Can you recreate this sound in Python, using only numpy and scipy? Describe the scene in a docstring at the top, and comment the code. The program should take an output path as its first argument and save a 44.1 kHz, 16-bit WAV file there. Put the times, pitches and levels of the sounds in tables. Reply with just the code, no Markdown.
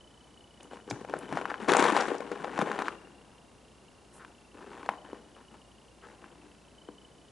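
"""A low hum fills a quiet furnished room, and a phone camera's focus drive ticks faintly once a frame.
Then, close by, a cardboard jigsaw box is tipped over and turned upright again. Fingers scuff the glossy
lid by stick-slip friction, and the loose pieces slide in a heap, a dense train of small impacts.
Single pieces knock on the walls and bend them; the box and the air in it ring at their resonances."""
import sys
import numpy as np
from scipy import signal
from scipy.fft import rfft, irfft
from scipy.io import wavfile
from scipy.ndimage import uniform_filter1d

SR = 44100
rng = np.random.default_rng(int(sys.argv[2]) if len(sys.argv) > 2 else 0)


def log_audio(samples):
    """Write samples as a 16-bit WAV file to the path given in sys.argv[1]."""
    # one column per channel
    frames = np.atleast_2d(samples).T
    # limit to full scale, then quantise
    limited = np.clip(frames, -1, 1)
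    pcm = np.round(limited * 32767).astype(np.int16)
    wavfile.write(sys.argv[1], SR, pcm)


N = 322371
T = np.arange(N) / SR


def undb(db):
    """Decibels to amplitude ratio."""
    return 10 ** (np.asarray(db) / 20)


def level(x, db):
    """Set the rms level."""
    return x * undb(db) / np.sqrt(np.mean(x ** 2))


def burst(x, db):
    """Equal energy: scale a transient to match 10 ms of steady sound at this level."""
    return x * undb(db) * np.sqrt(SR / 100 / np.sum(x ** 2))


def over_time(points):
    """Linear interpolation of (time_s, value) points at every sample."""
    return np.interp(T, *np.transpose(points))


def at_pitch(points, hz):
    """Interpolation of (frequency_hz, value) points on a log-frequency axis."""
    f, value = np.transpose(points)
    return np.interp(np.log(np.maximum(hz, 1)), np.log(f), value)


def colour(x, points):
    """Spectral shaping by (frequency_hz, gain_db) points."""
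    bins_hz = np.arange(N // 2 + 1) * SR / N
    return irfft(rfft(x) * undb(at_pitch(points, bins_hz)), N)


def ring(x, hz, width_hz):
    """A damped resonator with unit gain at its centre."""
    quality = hz / min(width_hz, SR / 4)
    return signal.lfilter(*signal.iirpeak(min(hz, SR / 2 - 1), quality, fs=SR), x)


def band(x, lo, hi):
    """Steep band-pass filter."""
    return signal.sosfilt(signal.butter(3, [lo, min(hi, SR / 2 - 1)], "band", fs=SR, output="sos"), x)


def add(out, start_s, x):
    """Superposition: mix x in at start_s."""
    i = int(start_s * SR)
    out[i:i + len(x)] += x[:N - i]


def wander(per_s):
    """Random modulation: values held briefly and smoothed, with a spread near 1."""
    hold = int(SR / per_s)
    return 1.52 * uniform_filter1d(rng.standard_normal(N)[np.arange(N) // hold], hold)


# spectrum of the room's still air: frequency_hz, relative_db
AIR_SPECTRUM = [(25, -22), (45, -9.5), (80, -5.5), (130, -5), (210, -3.5), (380, -6.5), (600, -9),
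                (1000, -12.5), (1600, -20.5), (2600, -21.5), (5000, -24), (11000, -28)]
def room_air(noise_db=-58.5, hum_hz=58.5, hum_db=-68.5):
    """Ambient noise, partly correlated between the channels, over a pure tone of mains hum."""
    mid, side = (colour(rng.standard_normal(N), AIR_SPECTRUM) for _ in range(2))
    opposed = np.array([[1], [-1]])
    noise = level(mid, noise_db) + level(side, noise_db - 9.5) * opposed
    noise = noise + 0.19 * band(noise, 116, 1050) * opposed  # the rumble is stronger on the left
    return noise + level(np.sin(2 * np.pi * hum_hz * T), hum_db)


# pulls of the focus drive: start_s, pitch_hz, sag_hz_per_s, relative_db
LENS_PULLS = [(0, 3023, 59, -57), (.37, 2965, 30, -56), (1.2, 3030, 70, -55.5), (2.9, 2784, 10, -58.5),
              (4.2, 2780, 246, -60.5), (4.9, 3020, 220, -57.5), (6.77, 3028, 78, -57)]
def lens_motion(ease_db=9.5, ease_s=0.44):
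    """Relaxation: each pull starts hard and eases off, while its pitch sags as the lens travels."""
    hz, db = np.zeros(N), np.zeros(N)
    for start_s, pitch_hz, sag_hz_per_s, start_db in LENS_PULLS:
        now = T >= start_s
        age = T[now] - start_s
        hz[now] = pitch_hz - sag_hz_per_s * age
        db[now] = start_db - ease_db * (1 - np.exp(-age / ease_s))
    return hz, db


# how early in its frame the lens is nudged: time_s, lead_s
NUDGE_LEAD = [(.7, .008), (3, 0)]
def focus_drive(frame_hz=30, offset_s=.0165, swell_s=0.0037, tick_hz=3020, tick_db=-74):
    """Periodic excitation: once a frame the lens is nudged, giving a resonant tick and a short whistle."""
    hz, db = lens_motion()
    frame, phase = np.divmod((T + over_time(NUDGE_LEAD) - offset_s) * frame_hz + .5, 1)
    since_s = (phase - .5) / frame_hz
    uneven_db = 2.6 * rng.standard_normal(int(frame[-1]) + 2)[frame.astype(int)]
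    swell = np.exp(-((since_s - .003) / swell_s) ** 2 / 2)
    whistle = swell * np.sin(2 * np.pi * np.cumsum(hz) / SR)
    nudges = rng.standard_normal(N) * np.exp(-(since_s / 0.0016) ** 2)
    tick = ring(nudges, tick_hz, width_hz=190)
    return undb(db + uneven_db + 2.5) * whistle + level(tick, tick_db)


# time the room takes to decay by 60 dB: frequency_hz, decay_s
ROOM_DECAY = [(150, 2), (400, 1.42), (1000, 0.45), (2800, 1.2), (8000, 0.37)]
# strength of the reflected sound: frequency_hz, gain_db
ROOM_GAIN = [(150, -13.5), (400, -11), (1000, -13.5), (2800, -22.5), (8000, -11.5)]
def reverberation(x, bass_spread=0.15, treble_spread=1.3):
    """Diffuse reflections from walls and furniture decay exponentially, widest in the treble."""
    t, tail = T[:SR * 2 // 3], 0
    onset = np.clip((t - .003) / .005, 0, 1)
    for hz in 125 * 2 ** np.arange(7):
        fade = undb(-60 * t / at_pitch(ROOM_DECAY, hz)) * onset
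        mid, side = band(rng.standard_normal((2, len(t))), hz / np.sqrt(2), hz * np.sqrt(2))
        side = side * np.interp(hz, [1000, 4000], [bass_spread, treble_spread])
        gain = undb(at_pitch(ROOM_GAIN, hz)) / np.linalg.norm(fade)
        tail = tail + (mid + np.array([side, -side])) * gain * fade
    return signal.fftconvolve(x[None], tail, axes=1)[:, :N]


# hand and card edges on the lid, deep where the palm presses: start_s, length_s, level_db, centre_hz
LID_SCUFFS = [(0.604, 0.0068, -54, 3000), (0.63, 0.0038, -56, 7400), (0.899, 0.01, -42, 5400),
              (.911, 0.023, -35, 134), (1.187, 0.0032, -50.5, 9500), (1.3, 0.062, -35.5, 160),
              (1.499, 0.011, -34, 1430), (1.767, 0.0032, -31.5, 6900), (1.793, .0043, -38, 6200),
              (2.004, 0.011, -37.5, 5000), (2.07, 0.0048, -56, 6970), (2.182, 0.0029, -54, 6010),
              (2.442, 0.0054, -48.5, 3560), (2.847, .03, -48, 3200), (4.126, 0.068, -54, 9500),
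              (4.192, 0.05, -47, 1330), (6.023, 0.046, -47.5, 1390)]
def scuffs(relative_width=0.56):
    """Stick-slip friction on glossy card gives brief bursts of uneven, band-limited noise."""
    out, t = np.zeros(N), T[:SR // 12]
    for start_s, length_s, db, hz in LID_SCUFFS:
        pressure = np.exp(-(2 * t / length_s - 1) ** 4)
        slips = rng.standard_normal(len(t)) * rng.exponential(size=len(t)) * pressure
        width_hz = relative_width * hz
        add(out, start_s, burst(ring(ring(slips, hz, width_hz), hz, width_hz), db))
    return out


# resonances of the box and the air in it: frequency_hz, width_hz, gain_db
BOX_MODES = [(156, 34, -4.5), (212.4, 9, -6.5), (298.4, 44, 1.5), (360.7, 6.5, -1), (403.6, 8.1, 2.5),
             (477.7, 16.6, 1.5), (697, 7.2, -5.5), (807, 42, -1), (894, 5.3, -14), (955, 20, -8),
             (1034, 43, 0), (1310, 180, -12.5), (1488, 110, -6), (1580, 124, -1), (1770, 160, -6.5),
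             (2510, 83, -10)]
def box(push):
    """Modal response: the walls pass a push on at once, and the resonances ring after it."""
    return push + sum(undb(db) * ring(push, hz, width_hz) for hz, width_hz, db in BOX_MODES)


# tilts that let the heap slide, with its weight on the floor: start_s, length_s, level_db, weight_db
TILTS = [(0.591, 0.043, -56.5, 3), (0.704, 0.039, -47.5, 0), (0.863, .15, -50, 4), (1.073, 0.18, -46, 2),
         (1.278, .15, -41.5, -1.5), (1.442, .14, -46.5, -8), (1.59, 0.087, -44, -1.5),
         (1.676, 0.098, -26, -10), (1.782, .08, -22.5, -19), (1.874, .15, -27, -13.5), (2.052, .1, -39, -7),
         (2.198, .1, -45.5, -5), (2.307, 0.26, -42.5, -2.5), (2.557, 0.072, -35.5, -6.5),
         (2.648, .07, -34.5, -4), (2.728, 0.082, -37, -6.5), (2.84, 0.082, -45.5, -5), (3, 0.42, -64.5, -5),
         (4.12, 0.17, -59, -5), (4.539, 0.16, -52, 1), (4.694, 0.17, -49.5, -4), (4.823, 0.1, -49, -2),
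         (5.04, .13, -54.5, -1.5), (5.353, 0.038, -55, -1), (5.506, 0.037, -58.5, 1.5),
         (6.03, 0.097, -55, -0.5), (6.207, 0.06, -56.5, -1), (6.304, .15, -64, 7)]
def heap_motion(attack_s=0.0114, sag_db_per_s=11, release_db_per_s=243, resting_db=-71):
    """Incoherent powers add: the tilts sum to the heap's level and its relative bass weight, in dB."""
    power = bass_power = undb(resting_db) ** 2
    for start_s, length_s, db, weight_db in TILTS:
        # a slide gathers speed, slows as the heap runs out, then comes to rest
        age = np.maximum(T - start_s, 0)
        attack = np.minimum(age / attack_s, 1)
        fall_db = sag_db_per_s * age + release_db_per_s * np.maximum(age - length_s, 0)
        moving = (attack * undb(db - np.minimum(fall_db, 100))) ** 2
        power = power + moving
        bass_power = bass_power + moving * undb(weight_db) ** 2
    return 10 * np.log10(power), 10 * np.log10(bass_power / power)


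def tumbles(heap_db, per_s=16, offset_db=-2.5, spread_db=1.5, centre_hz=700, spread_octaves=0.43):
    """Random impacts: pieces tumble off the heap with a force that follows its motion; rows as in BLOWS."""
    rows = []
    for start_s, length_s, _, _ in TILTS:
        fractions, chance = rng.random(size=8), rng.standard_normal(size=(8, 2))
        for fraction, (strength, pitch) in zip(fractions[:round(length_s * per_s)], chance):
            when_s = start_s + fraction * length_s
            db = np.interp(when_s, T, heap_db) + offset_db + spread_db * strength
            hz = centre_hz * 2 ** (spread_octaves * np.clip(pitch, -2, 2))
            thump_db, crack_db = db - 8, db - 19.5
            rows.append((when_s, db, hz, thump_db, crack_db))
    return rows


# spectrum of card rubbing on card: frequency_hz, relative_db
RUB_SPECTRUM = [(125, -22.5), (200, 1), (300, -2.5), (480, 7.5), (620, -2.5), (900, 5.5), (1600, -5),
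                (2100, -7), (3000, -10.5), (4400, -22), (6200, -25.5), (8500, -24.5), (11000, -44.5)]
def slide(heap_db, weight_db, contacts_per_s=(260, 900), quality=3.45, patchy_db=6, jerk_db=1.5):
    """Shot noise: hundreds of small contacts, falling more densely the faster the heap moves."""
    db = heap_db + jerk_db * wander(per_s=45)  # the heap sticks and lets go
    rate = np.interp(db, [-55, -24], contacts_per_s)
    hits = np.flatnonzero(rng.random(N) < rate / SR)
    size = undb(np.minimum(rng.exponential(size=N), 4))[hits]
    grains = 0
    for hz in 140 * 2 ** (np.arange(20) / 3):
        chance = rng.standard_normal(N)
        push = np.zeros(N)
        # every contact favours a few bands, by where and how the piece lands
        push[hits] = size * np.sign(chance[hits - 1]) * undb(patchy_db * np.minimum(chance[hits], 2))
        friction = undb(np.interp(hz, [1500, 5000], [-11, 1])) * chance  # fills the gaps
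        push = level(push, 0) + friction
        rattle = ring(ring(push, hz, hz / quality), hz, hz / quality)
        grains = grains + undb(at_pitch(RUB_SPECTRUM, hz)) * rattle
    grains = box(grains)
    # the pieces share one push, so a large contact starves those around it
    grains = grains / np.sqrt(uniform_filter1d(grains ** 2, SR // 30) + 1e-12)
    bass = signal.sosfiltfilt(signal.butter(3, 380, fs=SR, output="sos"), grains)
    return undb(db) * (level(grains - bass, -0.16) + undb(weight_db) * level(bass, -1.5))


# upper resonances of a stiff card edge: frequency_hz, width_hz, gain_db
EDGE_MODES = [(2350, 350, 13.5), (3440, 1000, 3.5), (5600, 1500, -8), (9400, 850, -12.5)]
def edge_crack(t, rise_s=0.00125):
    """Impulsive excitation: a brief crush rings the high modes of a card edge."""
    crush = rng.standard_normal(len(t)) * t * np.exp(-t / rise_s)
    return sum(undb(db) * ring(crush, hz, width_hz) for hz, width_hz, db in EDGE_MODES)


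def panel_bend(t, hz, rise_cycles=0.52, sag=0.54, overtone_ratio=2.6):
    """Dispersion: short bending waves run faster in card, so the pitch sags as the knock dies."""
    age = t * hz / rise_cycles
    glide_hz = hz * (1 + sag * (np.exp(-age / 2) - .5))
    phase = 2 * np.pi * np.cumsum(glide_hz) / SR
    # a wide, slack panel rings with more of its second mode than a stiff wall
    overtone_db = np.interp(hz, [400, 1000], [-8, -19])
    return age * np.exp(-age) * (np.sin(phase) + undb(overtone_db) * np.sin(overtone_ratio * phase))


# the clearest blows of pieces and fingers, each level relative within its own column:
# start_s, level_db, pitch_hz, thump_db, crack_db
BLOWS = [(0.7333, -42.5, 564, -54, -63), (0.9099, -34, 725, -30, -40), (1.0478, -40, 630, -58, -56),
         (1.0963, -38.5, 576, -38, -54), (1.138, -27, 618, -58, -54.5), (1.1662, -38, 485, -42, -60),
         (1.3252, -33, 710, -30.5, -47), (1.372, -27.5, 790, -57, -47), (1.413, -35.5, 620, -46, -50),
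         (1.4547, -30.5, 1240, -48, -54), (1.516, -34.5, 774, -50, -67), (1.5419, -34.5, 1340, -61, -74),
         (1.6849, -25, 575, -21.5, -35), (1.6917, -24, 820, -31, -40), (1.6968, -24.5, 670, -44, -40),
         (1.7185, -20, 408, -41, -31), (1.7352, -23.5, 1410, -34, -31), (1.75, -24, 800, -33, -48),
         (1.7677, -27, 810, -41, -37), (1.802, -26.5, 1030, -32, -35), (1.8241, -21.5, 377, -23, -33),
         (1.8398, -26, 1020, -28, -34), (1.8516, -25, 830, -36, -42), (1.9217, -30.5, 678, -20.5, -41),
         (1.9655, -26.5, 868, -40, -33), (2.0822, -33.5, 414, -39, -47), (2.1167, -29, 485, -28.5, -64),
         (2.1508, -34.5, 500, -40, -54), (2.2048, -34.5, 506, -44, -48.5), (2.3156, -32, 460, -38, -50.5),
         (2.4448, -32.5, 784, -59, -57), (2.48, -36, 590, -43, -67), (2.5895, -27, 700, -22, -44),
         (2.6145, -26.5, 1030, -47, -41.5), (2.6213, -27, 529, -21.5, -44), (2.672, -33.5, 653, -35, -64),
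         (2.7152, -31, 1140, -48, -46), (2.7893, -31, 802, -31.5, -44.5), (2.8205, -32, 994, -50, -46),
         (2.8825, -28.5, 1340, -39, -46.5), (4.2483, -46.5, 1330, -69.5, -59.5),
         (4.8604, -43, 739, -60, -54), (4.8899, -23.5, 916, -38.5, -42.5), (4.9365, -42.5, 874, -63, -70),
         (5.1303, -36, 390, -44, -60), (6.242, -48.5, 1150, -59, -75), (6.8871, -41, 443, -40, -66)]
def knocks(stray_blows, chatter_db=-11, chatter_s=0.0056, thump_hz=260, thump_s=0.0043):
    """Impact: each blow bends a panel, jostles nearby pieces, thumps the box and cracks at the edge."""
    out, t = np.zeros(N), T[:SR // 6]
    for start_s, db, hz, thump_db, crack_db in BLOWS + stray_blows:
        jostle, shove = rng.standard_normal((2, len(t)))
        chatter = band(jostle * np.exp(-t / chatter_s), .5 * hz, 2.39 * hz)
        body = box(burst(panel_bend(t, hz), 0) + burst(chatter, chatter_db))
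        thump = box(band(shove * np.exp(-t / thump_s), 0.73 * thump_hz, 1.39 * thump_hz))
        knock = burst(body, db + 0.056) + burst(thump, thump_db - 5.5) + burst(edge_crack(t), crack_db)
        add(out, start_s, knock)
    return out


# where the box is held, as the level difference of its lower frequencies: time_s, left_minus_right_db
BOX_BALANCE = [(0, 2.5), (1.2, 5), (1.75, 7.5), (2.8, 6), (4.2, 3.5), (7.3, 5)]
def scene():
    """A level difference between the channels places the box to the left, its body more than its treble."""
    background = focus_drive() + room_air()
    heap_db, weight_db = heap_motion()
    direct = slide(heap_db, weight_db) + scuffs() + knocks(tumbles(heap_db))
    heard = direct + reverberation(direct)
    side_db = over_time(BOX_BALANCE) * np.array([[.5], [-.5]])
    body = signal.sosfiltfilt(signal.butter(1, 2800, fs=SR, output="sos"), heard)
    treble = heard - body
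    return background + body * undb(side_db - 0.98) + treble * undb(0.22 * side_db)


def record(dry, cutoff_hz=11150):
    """Band limiting: the phone cuts the top of the treble with a steep low-pass filter."""
    return signal.sosfilt(signal.ellip(10, .2, 80, cutoff_hz, fs=SR, output="sos"), dry)


dry = scene()
out = record(dry)
log_audio(out)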